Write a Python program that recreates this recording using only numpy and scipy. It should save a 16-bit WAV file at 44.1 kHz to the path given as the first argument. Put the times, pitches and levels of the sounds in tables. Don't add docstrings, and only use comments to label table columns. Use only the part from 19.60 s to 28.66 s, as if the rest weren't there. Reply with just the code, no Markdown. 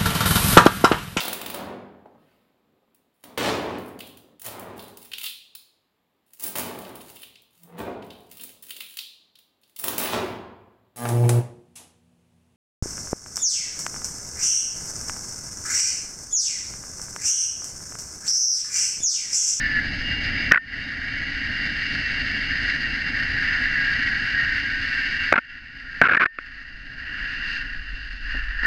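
import sys
import numpy as np
from scipy import signal
from scipy.fft import rfft, irfft, next_fast_len
from scipy.io import wavfile
from scipy.ndimage import uniform_filter1d

SR = 44100
rng = np.random.default_rng(int(sys.argv[2]) if len(sys.argv) > 2 else 0)


def int16_out(signal):
    q = np.round(np.clip(np.atleast_2d(signal).T, -1, 1) * 32767)
    wavfile.write(sys.argv[1], SR, q.astype(np.int16))


N = 399546
TIME = np.arange(N) / SR

# time in seconds, wheel speed in turns per second.
WHEEL_SPEED = [(0, 145), (.4, 142.3), (1.2, 133.8), (1.5, 132.8), (2.05, 120.3), (2.6, 116.3), (3, 118.9),
               (4, 111.6), (4.8, 103.2), (5.6, 98.7), (6.3, 89.4), (7, 76.7), (8.1, 62.7), (9.06, 56)]
# time in seconds, then wheel, plate and hiss in dB.
ROLL_FADERS = [(0.3, -32.5, -36.5, -40), (0.8, -28, -30.0, -40), (1.2, -32, -41.5, -45),
               (1.55, -30, -36, -43.5), (2.3, -28, -31.5, -38), (3.65, -27.0, -33.5, -39.5),
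               (3.95, -22.5, -30.5, -38), (4.65, -26.5, -33.5, -39.0), (4.85, -24.5, -32.0, -40.5),
               (5.15, -27.5, -32, -39), (5.68, -26.5, -31, -40), (5.93, -39, -44.5, -55.5),
               (6.05, -45.0, -48.5, -59.5), (6.39, -35, -43, -50), (6.85, -41, -48.5, -56.5),
               (7.3, -41, -48.5, -55.0), (7.55, -31, -38.5, -48), (7.95, -29.5, -33.5, -43.5),
               (8.12, -35.5, -43.5, -51), (8.6, -39.5, -43, -50.5), (8.72, -29.5, -37, -46.5),
               (8.95, -34, -42.5, -52.5), (9.05, -21, -34.5, -39.5)]
def rolling(flutter_db=1.08, rattle_db=1.07, sway_db=0.36, trims_db=(0.27, -2, -1)):
    spin, turns, slow = motion()
    groove = tread(turns, memory=0.74)
    strands = rng.standard_normal(N)
    force = gain_of(flutter_db * wander(30) + rattle_db * wander(220))
    grip = 0.48 - 0.22 * slow

    def contact(repeating):
        return force * (np.sqrt(repeating) * groove + np.sqrt(1 - repeating) * strands)

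    layers = (wheels(contact(0.22 * grip), spin, turns, slow),
              side_plates(contact(grip), slow),
              cable_hiss(contact(0.5 * grip)))
    return sum(gain_of(db + trim + sway_db * wander(4)) * layer
               for db, trim, layer in zip(curves(ROLL_FADERS), trims_db, layers))


# pitch in Hz, width in Hz, relative dB at full speed and at a crawl.
WHEEL_MODES = [(1477, 194, -8.5, -3.5), (1650, 173, 2, 3.5), (1842, 214, 2, 3.5), (1947, 250, 2, -15)]
# multiple of the turn rate, relative level in dB.
WHINE_HARMONICS = [(11, -9.5), (15, 0.5), (16, -0.5), (18, -2), (21, -5.5)]
def wheels(drive, spin, turns, slow, sweet_turns_per_s=98, spread_turns_per_s=31.5):
    whine_db = -16 + 10 * np.exp(-((spin - sweet_turns_per_s) / spread_turns_per_s) ** 2)
    whine = ringing(partials(WHINE_HARMONICS, turns, width_hz=14), WHEEL_MODES, slow)
    return evened(ringing(drive, WHEEL_MODES, slow) + gain_of(whine_db) * whine)


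# pitch in Hz, width in Hz, relative dB at full speed and at a crawl.
PLATE_MODES = [(2224, 180, 8, -14), (2380, 220, -12, -6.5), (2767, 197, 4.5, 8), (2990, 320, -2, -9.5)]
def side_plates(drive, slow):
    return ringing(drive, PLATE_MODES, slow)


# frequency in Hz, relative level in dB.
HISS_EQ = [(2600, -43), (3200, -12.5), (3450, -5.5), (3720, -1.5), (3900, -1.5), (4150, 4), (4830, 8.5),
           (5200, -1.5), (5600, -11.5), (6350, -12), (7100, -24), (9700, -31.5), (11200, -46.5),
           (12500, -64)]
def cable_hiss(drive):
    return coloured(drive, spectrum, HISS_EQ)


# pitch in Hz, width in Hz, relative level in dB.
RIM_MODES = [(2803, 153, 2), (3710, 160, -15.5), (4913, 200, -6.5), (6370, 170, -22.5)]
# multiple of the turn rate, relative level in dB.
GROOVE_HARMONICS = [(18, -2), (20, 0), (23, 2.5), (24, -5), (28, 1), (35, -2.5)]
def rims(fast_db=-2.5, crawl_db=-19, song_db=-5.5, drift_db=1.26):
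    _, turns, slow = motion()
    ring = coloured(tread(turns, memory=0.877), resonances, RIM_MODES)
    song = coloured(partials(GROOVE_HARMONICS, turns, width_hz=10), resonances, RIM_MODES)
    plate_db = curves(ROLL_FADERS)[1]
    db = plate_db + fast_db + (crawl_db - fast_db) * slow + drift_db * wander(4)
    return gain_of(db) * (ring + gain_of(song_db) * song)


# start in seconds, chatter length in seconds, level in dB.
CLASHES = [(.912, .0068, -11), (0.919, 0.0069, 9), (0.9332, 0.0052, 9.5), (.9438, .0042, 10),
           (0.957, 0.0049, 10), (.973, .0043, 10), (5.7241, 0.0028, -0.5), (5.738, 0.0048, 4.5),
           (5.7566, 0.0093, 0.5), (5.7773, 0.0095, 2.5), (6.4152, 0.0048, 5.5), (6.4195, 0.0078, 4.5),
           (6.4351, 0.038, 4.5), (6.485, .0024, 7), (6.491, 0.011, 4), (6.5088, 0.017, 4),
           (6.5329, .006, 5.5), (6.546, 0.0096, 6), (6.5686, 0.0083, 5), (6.5964, 0.045, 3.5),
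           (6.655, 0.0074, 3), (6.7864, 0.00037, -9.5), (9.031, 0.0046, -19.5), (9.051, 0.015, -16.5)]
# start in seconds, thud in dB against the clash,
# opening share of squeak from 0 to 1, pitch in Hz that the squeak falls to.
BOUTS = [(.8, -25.5, 0.78, 1705), (5.6, -10.5, .06, 1500), (6.3, -15.5, 0.61, 1477), (8.9, -21, 1, 1602)]
# frequency in Hz, relative level in dB.
CLANK_EQ = [(100, -30), (800, -11.5), (1200, -1.5), (1500, 9), (1850, -6.5), (2200, 0), (2650, -7),
            (3200, -22), (4700, -30), (6000, -44.5), (9000, -59.5), (14000, -91)]
THUD_EQ = [(30, -12.5), (120, -6.5), (270, 1.5), (480, -3.5), (900, 0.5), (1500, -21.5), (10000, -77)]
def clatter(edge_s=0.002, taps_per_s=900, catch_hz=1880, settle_s=0.00654, jitter_hz=130):
    out, t = np.zeros(N), np.arange(SR // 2) / SR
    for start, length, db in CLASHES:
        bout_start, thud_db, share, slip_hz = max(bout for bout in BOUTS if bout[0] <= start)
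        first = min(clash[0] for clash in CLASHES if clash[0] >= bout_start)
        thud_db += 7 * np.exp((first - start) / 0.013)
        share = share * np.exp(-(t / 0.025) ** 2)
        press = np.exp(-np.clip((t - length) / edge_s, 0, 20))
        taps = (rng.random(len(t)) < taps_per_s / SR) * rng.choice([-1, 1], len(t))
        chatter = press * (evened(taps) + 0.74 * rng.standard_normal(len(t)))
        strength = np.sqrt(np.mean(press ** 2))
        clank, thud = (strength * evened(struck(chatter, eq)[:len(t)]) for eq in (CLANK_EQ, THUD_EQ))
        jitter = evened(uniform_filter1d(rng.standard_normal(len(t)), size=60))
        hz = slip_hz + (catch_hz - slip_hz) * np.exp(-t / settle_s) + jitter_hz * jitter
        tone = np.sqrt(2) * np.sin(2 * np.pi * np.cumsum(hz) / SR)
        squeak = press * (1 - np.exp(-t / edge_s)) * tone
        hit = np.sqrt(1 - share) * clank + np.sqrt(share) * squeak + gain_of(thud_db) * thud
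        add(out, start, gain_of(db) * hit)
    return out


# start in seconds, level in dB.
CARABINER_HITS = [(.973, -7.5), (5.777, -18), (6.568, 0), (6.655, -13.5)]
def carabiner(pitch_hz=1814, t60_s=0.24):
    out, t = np.zeros(N), np.arange(SR // 2) / SR
    for start, db in CARABINER_HITS:
        add(out, start, gain_of(db - 60 * t / t60_s) * np.sin(2 * np.pi * pitch_hz * t))
    return out


def flange_squeal(start_hz=1770, sag_hz_per_s=246, peak_s=0.18, swell_s=0.031, release_s=0.059):
    swell = np.exp(-((TIME - peak_s) / swell_s) ** 2)
    db = -23 + 6 * swell + 2 * wander(32)
    hold = np.exp(-np.maximum(TIME - peak_s, 0) / release_s)
    hz = start_hz - sag_hz_per_s * TIME + 9 * wander(39.4)
    rubbing = coloured(rng.standard_normal(N), resonances, [mode[:3] for mode in WHEEL_MODES])
    return gain_of(db) * hold * (np.sin(2 * np.pi * np.cumsum(hz) / SR) + 0.49 * rubbing)


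def scrape(peak_s=7.93, half_length_s=0.075, level_db=-43, rasp_db=3):
    press = np.exp(-((TIME - peak_s) / half_length_s) ** 2)
    return press * gain_of(level_db + rasp_db * wander(150)) * cable_hiss(rng.standard_normal(N))


def loose_gear(start_s=8.5, ticks_per_s=12, level_db=-16, spread_db=3):
    ticks = (rng.random(N) < ticks_per_s / SR) * (TIME > start_s)
    return struck(ticks * gain_of(level_db + spread_db * rng.standard_normal(N)), CLANK_EQ)


# frequency in Hz, relative level in dB.
HANGER_EQ = [(35, 2.5), (70, 9.5), (130, 5), (185, 0.5), (275, 6.5), (350, -10), (500, -13.5), (800, -12),
             (1100, -27.5), (1400, -8.5), (5000, -90.5)]
def harness_bump(start_s=8.744, level_db=-28.5, decay_s=0.015):
    push = (TIME > start_s) * np.exp(-abs(TIME - start_s) / decay_s)
    return gain_of(level_db) * struck(push * rng.standard_normal(N), HANGER_EQ)


# time in seconds, hanger rumble in dB, wind in dB.
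BED_FADERS = [(.4, -34.5, -36.5), (.85, -32, -33.5), (1.2, -40, -45), (2.1, -36.5, -38.5),
              (4.2, -36.5, -38.5), (5.68, -41, -41.5), (5.9, -55, -52), (6.38, -48, -41.5),
              (6.8, -57, -49.5), (7.62, -43.5, -38.5), (8.1, -49.5, -37), (9, -52, -29.5)]
def hanger_rumble(lump_db=1.1):
    db = curves(BED_FADERS)[0] + lump_db * wander(25)
    return gain_of(db) * coloured(rng.standard_normal(N), spectrum, HANGER_EQ)


# frequency in Hz, relative level in dB.
WIND_EQ = [(5, -6), (22, -1), (45, -2), (58, -12.5), (90, -30.5), (1000, -100)]
def wind(gust_db=1.2):
    db = curves(BED_FADERS)[1] + gust_db * wander(2.3)
    return gain_of(db) * coloured(rng.standard_normal(N), spectrum, WIND_EQ)


def motion():
    spin = curves(WHEEL_SPEED)[0]
    return spin, np.cumsum(spin) / SR, (spin.max() - spin) / np.ptp(spin)


def tread(turns, memory, bumps_per_turn=320):
    bumps = rng.standard_normal((int(turns[-1]) + 2, bumps_per_turn))
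    bumps = signal.lfilter([1], [1, -memory], bumps, axis=0).ravel()
    return evened(np.interp(turns * bumps_per_turn, np.arange(len(bumps)), bumps))


def partials(harmonics, turns, width_hz):
    angle = 2 * np.pi * turns
    return sum(gain_of(db) * (wander(width_hz) * np.cos(k * angle) + wander(width_hz) * np.sin(k * angle))
               for k, db in harmonics)


def ringing(drive, modes, slow):
    fast = coloured(drive, resonances, np.array(modes)[:, [0, 1, 2]])
    crawl = coloured(drive, resonances, np.array(modes)[:, [0, 1, 3]])
    return evened((1 - slow) * fast + slow * crawl)


def struck(x, eq, size=2048):
    log_gain = np.log(spectrum(eq, abs(np.fft.fftfreq(size, 1 / SR))))
    response = np.fft.ifft(np.exp(np.conj(signal.hilbert(log_gain)))).real
    return signal.oaconvolve(x, response / np.linalg.norm(response))[:N]


def coloured(x, shape, table):
    size = next_fast_len(N, True)
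    response = shape(table, np.fft.rfftfreq(size, 1 / SR))
    return evened(irfft(rfft(x, size) * response, size)[:N])


def spectrum(eq, hz):
    f, db = np.transpose(eq)
    return gain_of(np.interp(np.log(hz + 1), np.log(f + 1), db))


def resonances(modes, hz):
    return np.sqrt(sum((gain_of(db) / (1 + (2 * (hz - f) / width) ** 2)) ** 2 for f, width, db in modes))


def wander(rate_hz):
    knots = rng.standard_normal(int(TIME[-1] * rate_hz * 2) + 3)
    return evened(np.interp(TIME * rate_hz * 2, np.arange(len(knots)), knots))


def curves(rows):
    times, *columns = np.transpose(rows)
    return [np.interp(TIME, times, column) for column in columns]


def add(mix, start_s, sound):
    part = mix[round(start_s * SR):][:len(sound)]
    part += sound[:len(part)]


def gain_of(db):
    return 10 ** (np.asarray(db) / 20)


def evened(x):
    return x / np.sqrt(np.mean(x ** 2) + 1e-20)


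def scene():
    ride = rolling() + flange_squeal() + hanger_rumble() + wind() + rims()
    return (ride + clatter() + carabiner() + scrape() + loose_gear() + harness_bump())[None]


def record(dry, threshold_db=-8, recovery_db_per_s=125, attack_s=0.0023, cutoff_hz=16000):
    over_db = np.maximum(20 * np.log10(abs(dry[0]) + 1e-9) - threshold_db, 0)
    recovery_db = TIME * recovery_db_per_s
    held_db = np.maximum.accumulate(over_db + recovery_db) - recovery_db
    pole = np.exp(-1 / (attack_s * SR))
    duck_db = signal.lfilter([1 - pole], [1, -pole], held_db)
    clipped = np.clip(dry / gain_of(duck_db), -1, 1)
    lowpass = signal.firwin(255, cutoff_hz, window=("kaiser", 8), fs=SR)
    return signal.oaconvolve(clipped, lowpass[None], "same")


dry = scene()
out = record(dry)
int16_out(out)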